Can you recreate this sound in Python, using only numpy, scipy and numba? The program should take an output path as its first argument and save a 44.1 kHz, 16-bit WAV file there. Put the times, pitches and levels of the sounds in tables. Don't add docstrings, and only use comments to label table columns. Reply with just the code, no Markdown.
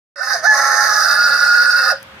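import sys
import numpy as np
from scipy import signal
from scipy.io import wavfile
from scipy.ndimage import uniform_filter1d, minimum_filter1d
from numba import njit

SR = 44100
rng = np.random.default_rng(int(sys.argv[2]) if len(sys.argv) > 2 else 0)


def field_ratio(decibels):
    return 10 ** (np.asarray(decibels, dtype=float) / 20)


def master_out(mix):
    frames = np.transpose(np.atleast_2d(mix))
    ceiling = np.clip(frames, -1, 1)
    pcm = np.round(ceiling * 32767).astype(np.int16)
    wavfile.write(sys.argv[1], SR, pcm)


N = 97020


def level(x):
    return x / np.sqrt(np.mean(x ** 2))


def curves(table):
    rows = np.array(table).T
    time_s = np.arange(N) / SR
    return [np.interp(time_s, rows[0], column) for column in rows[1:]]


@njit
def svf(x, hz, width):
    y, band, low = np.empty(len(x)), 0., 0.
    for i in range(len(x)):
        g, damping = np.tan(np.pi * hz[i] / SR), width / hz[i]
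        v = (band + g * (x[i] - low)) / (1 + g * (g + damping))
        band = 2 * v - band
        low = low + 2 * g * v
        y[i] = damping * v
    return y


def steep(x, hz, width_hz):
    hz = hz + np.zeros(N)
    return svf(svf(x, hz, 1. * width_hz), hz, 1. * width_hz)


def walk(rate_hz):
    hold = int(SR / rate_hz)
    steps = np.repeat(rng.standard_normal(N // hold + 1), hold)
    return level(uniform_filter1d(uniform_filter1d(steps, hold), hold)[:N])


def pan(db):
    return field_ratio(np.array([[db], [-db]]) / 2)


def bank(x, rows):
    out = 0
    for k, (hz, width_hz, db, pan_db) in enumerate(rows):
        out = out + (-1) ** k * field_ratio(db) * pan(pan_db) * steep(x, hz, width_hz)
    return out


def syrinx(hz, clear_db, hoarse_db, flap_hz):
    jitter, smear_rad = 0.00491, 0.3003
    phase = 2 * np.pi * np.cumsum(hz * (1 + jitter * walk(150))) / SR
    overtones = level(sum(np.cos(k * phase + smear_rad * k * k) for k in range(2, 19)))

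    flap_wander, flap_tilt = .06, 0.91
    flap_phase = 2 * np.pi * np.cumsum(flap_hz * (1 + flap_wander * walk(70))) / SR
    flap = level(sum(flap_tilt ** k * np.cos(k * flap_phase) for k in range(1, 5)))
    scatter = level(svf(rng.standard_normal(N), hz / 4, 560.0))
    uneven = flap * field_ratio(0.62 * walk(60.37)) + field_ratio(-4) * scatter
    rasp = 1 + field_ratio(-3) * level(svf(rng.standard_normal(N), hz / 8, 450.0))

    beats = field_ratio(-8) * np.cos(phase) + overtones
    hoarse = level(beats * uneven) + field_ratio(-8) * rng.standard_normal(N)
    hoarse = hoarse * field_ratio(hoarse_db + 0.65 * walk(49.57))
    clear = np.cos(2 * phase + 4 * smear_rad) + field_ratio(3) * overtones * rasp
    return phase, hoarse, hoarse + field_ratio(clear_db - 14) * clear


def throat_and_beak(hoarse, drive, beak_hz, corner_db, lower_db, gape_db):
    # (centre [Hz], width [Hz], level [dB], left minus right [dB])
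    lower = [(522, 96, -10, -2), (657.6, 90.4, -10, -7.5), (809, 105, -4, 5)]
    # (centre [Hz], width [Hz], level [dB], left minus right [dB])
    upper = [(1225.7, 149.6, -5.5, -10.5), (1520, 176, -3, -18.5), (1690, 73, -4.5, -13),
             (3720, 153, -21, -5), (4423, 506, -15, 8.5), (5643, 370, -19, -6)]
    # (centre [Hz], width [Hz], level [dB], left minus right [dB])
    gape = [(1087, 190, -12.5, -8), (1760, 195, -3.5, -9), (2128, 260, -28, -10)]
    # (centre [Hz], width [Hz], level [dB], left minus right [dB])
    treble = [(7010, 630, -27.5, 2), (7970, 350, -31, -8), (9036, 780, -26, -9.5),
              (10660, 1780, -32.5, -9.5), (11810, 660, -27, -4), (13950, 1600, -34, 0.5)]
    # (centre [Hz], width [Hz])
    pockets = [(950, 32), (2350, 59), (3000, 130), (3400, 230)]

    voice = bank(drive, upper) + field_ratio(lower_db) * bank(hoarse, lower) + field_ratio(gape_db) * bank(drive, gape)
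    voice = voice + field_ratio(-7) * pan(-5) * steep(drive, beak_hz, 550)
    voice = voice + field_ratio(-6.5 + corner_db) * pan(-3.5) * steep(drive, 6121, 443)

    treble_shift, treble_wander = 0.46, 0.0092
    lift = (beak_hz[0] / beak_hz) ** treble_shift * (1 + treble_wander * walk(8.5))
    moving = [(hz * lift, width_hz, db - 2.5, pan_db) for hz, width_hz, db, pan_db in treble]
    corner_share = 0.27
    voice = voice + field_ratio(corner_share * corner_db) * bank(hoarse + drive, moving)

    for hz, width_hz in pockets:
        voice = voice - np.array([svf(v, hz + np.zeros(N), 1. * width_hz) for v in voice])
    nose = steep(hoarse, 2635, 163)
    return voice + field_ratio(-36.5 - corner_db) * nose


def windpipe(ring_hz):
    ring_width_hz, hold = 45.6, 1.4
    ring = signal.hilbert(level(steep(rng.standard_normal(N), ring_hz, ring_width_hz)))
    size = np.abs(ring) + 1e-9
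    return level(ring.real / size * np.tanh(hold * size))


def rooster():
    # (time [s], pitch [Hz], fundamental [dB], clear overtones [dB], hoarse part [dB])
    crow = [(.158, 574.4, -47, -53, -39.5), (.194, 558.5, -33.5, -43, -27.5),
            (.21, 740.3, -35.5, -16.5, -34), (.228, 791.6, -36.5, -34, -23), (.335, 817, -34.5, -10, -19.5),
            (.358, 670, -24, -40, -23), (.42, 619.5, -47, -45, -37), (.444, 659, -20, -14, -20.5),
            (.466, 862.4, -22, -7, -32), (.518, 856.1, -20, -13.5, -20.5), (.545, 836.5, -25, -24, -18.5),
            (.83, 834, -26.5, -16.5, -18), (1.1, 853, -38, -26, -14.5), (1.74, 828.9, -51.5, -34.5, -16.5),
            (1.915, 743.1, -29.5, -48, -16.5), (1.93, 551, -25.5, -44, -30.5),
            (1.98, 542.6, -50.5, -68, -46), (2.17, 532.3, -57, -74, -78)]
    # (time [s], windpipe ring [Hz], ring level [dB], beak resonance [Hz],
    # mouth-corner gain [dB], lower throat gain [dB], gape gain [dB], flap rate [Hz])
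    tract = [
        (.16, 1484, -38.5, 4980, -16, -11.5, 1, 240),
        (.43, 1520, -72, 4840, -2, 2.5, 4, 251.2),
        (.56, 1340, -21, 5000, 1, 2.5, 8, 255),
        (.87, 1342, -21, 4870, -2, -2.5, 3, 255.1),
        (.94, 1189, -27.5, 4983, -6, -2, -2, 258),
        (1.03, 1333, -21, 4913, -9, -7, -6.5, 261.9),
        (1.19, 1443, -19.5, 4742, -17, -6, -8, 269.9),
        (1.7, 1451, -12.5, 4799, -18.5, -11.5, -6, 268.8),
        (1.93, 1466, -21, 4890, -18.5, -4, -4.5, 268),
        (1.99, 1470, -57, 4843, -10, -10, 2, 264.6),
    ]
    hz, tone_db, clear_db, hoarse_db = curves(crow)
    ring_hz, ring_db, beak_hz, corner_db, lower_db, gape_db, flap_hz = curves(tract)

    phase, hoarse, drive = syrinx(hz, clear_db, hoarse_db, flap_hz)
    voice = throat_and_beak(hoarse, drive, beak_hz, corner_db, lower_db, gape_db)
    ring = field_ratio(ring_db) * pan(-7) * windpipe(ring_hz)
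    tone = np.sqrt(2) * np.sin(phase) * field_ratio(tone_db + 1.6 * walk(40.32))
    bird = field_ratio(13) * voice + ring + pan(-5) * tone
    bird_low_hz = 398
    return signal.sosfilt(signal.butter(4, bird_low_hz, "high", fs=SR, output="sos"), bird)


def yard(x):
    # (delay [s], level from ahead [dB], level from the side [dB])
    echoes = [
        (.0016, -16, -28),
        (.0037, -32.5, -3),
        (.0071, -8, -4),
        (0.0112, -4, -10),
    ]
    tail_db, t60_s, top_hz, side_low_hz = -11, 0.26, 6400, 2630
    t = np.arange(SR // 2) / SR
    tail = rng.standard_normal((2, len(t))) * field_ratio(-60 * t / t60_s) * np.minimum(t / 0.0072, 1)
    tail = signal.lfilter(*signal.butter(1, top_hz, fs=SR), tail)
    tail = field_ratio(tail_db) * tail / np.sqrt(np.sum(tail ** 2, axis=1, keepdims=True))
    for delay_s, mid_db, side_db in echoes:
        tail[:, int(delay_s * SR)] += field_ratio(np.array([mid_db, side_db])) * [1, -1]
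    mid, side = signal.fftconvolve(tail, x.mean(axis=0, keepdims=True), axes=1)[:, :N]
    side = signal.lfilter(*signal.butter(3, side_low_hz, "high", fs=SR), side)
    return x + field_ratio(-3) * mid + field_ratio(-2.0) * side * np.array([[1], [-1]])


def street():
    # (frequency [Hz], level [dB])
    spectrum = [(30, -15), (75, -5.5), (200, -8.5), (420, -15.5), (1100, -12), (3900, -18), (4600, -34.5),
                (15000, -38)]
    # (time [s], level [dB])
    gain = [
        (.16, -19),
        (.3, -1.5),
        (1.85, -2),
        (2.02, 3),
    ]
    hum_db, swell_db, flicker_db, side_full_hz = -43, 1.5, 1.8, 1400
    out, swell, rows = 0, walk(3.06), np.array(spectrum).T
    for hz in 35 * 2 ** np.arange(0, 8.9, .5):
        mid, side = (steep(rng.standard_normal(N), hz, hz / 2) for _ in range(2))
        db = np.interp(np.log(hz), np.log(rows[0]), rows[1])
        db = db + swell_db * swell + flicker_db * walk(11.28)
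        width = min(hz / side_full_hz, 1.2)
        out = out + field_ratio(db) * (mid + width * side * np.array([[1], [-1]]))
    return level(out) * field_ratio(hum_db + curves(gain)[0])


def tick():
    start_s, decay_s, centre_hz, width_hz = 2.029, 0.00081, 9100, 12750.0
    t = np.maximum(np.arange(N) / SR - start_s, 0)
    grit = rng.standard_normal((2, N)) * np.exp(-t / decay_s) * (t > 0)
    return field_ratio(-23.5) * np.array([svf(g, centre_hz + np.zeros(N), width_hz) for g in grit])


def scene():
    return yard(rooster()) + street() + tick()


def low_pass(x):
    return signal.sosfilt(signal.butter(12, 16510, fs=SR, output="sos"), x)


def record(dry):
    start_s, mic_low_hz, top_hz = .158, 54.6, 16400
    gate = np.clip((np.arange(N) / SR - start_s) / 0.001, 0, 1)
    heard = signal.lfilter(*signal.butter(2, mic_low_hz, "high", fs=SR), dry * gate)
    limit, limit_s = .86, .003
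    span = int(limit_s * SR)
    room = np.minimum(limit / (np.abs(heard).max(axis=0) + 1e-9), 1)
    heard = heard * uniform_filter1d(minimum_filter1d(room, size=2 * span), size=span)
    heard = signal.sosfilt(signal.butter(10, top_hz, fs=SR, output="sos"), heard)
    return low_pass(heard)


dry = scene()
out = record(dry)
master_out(out)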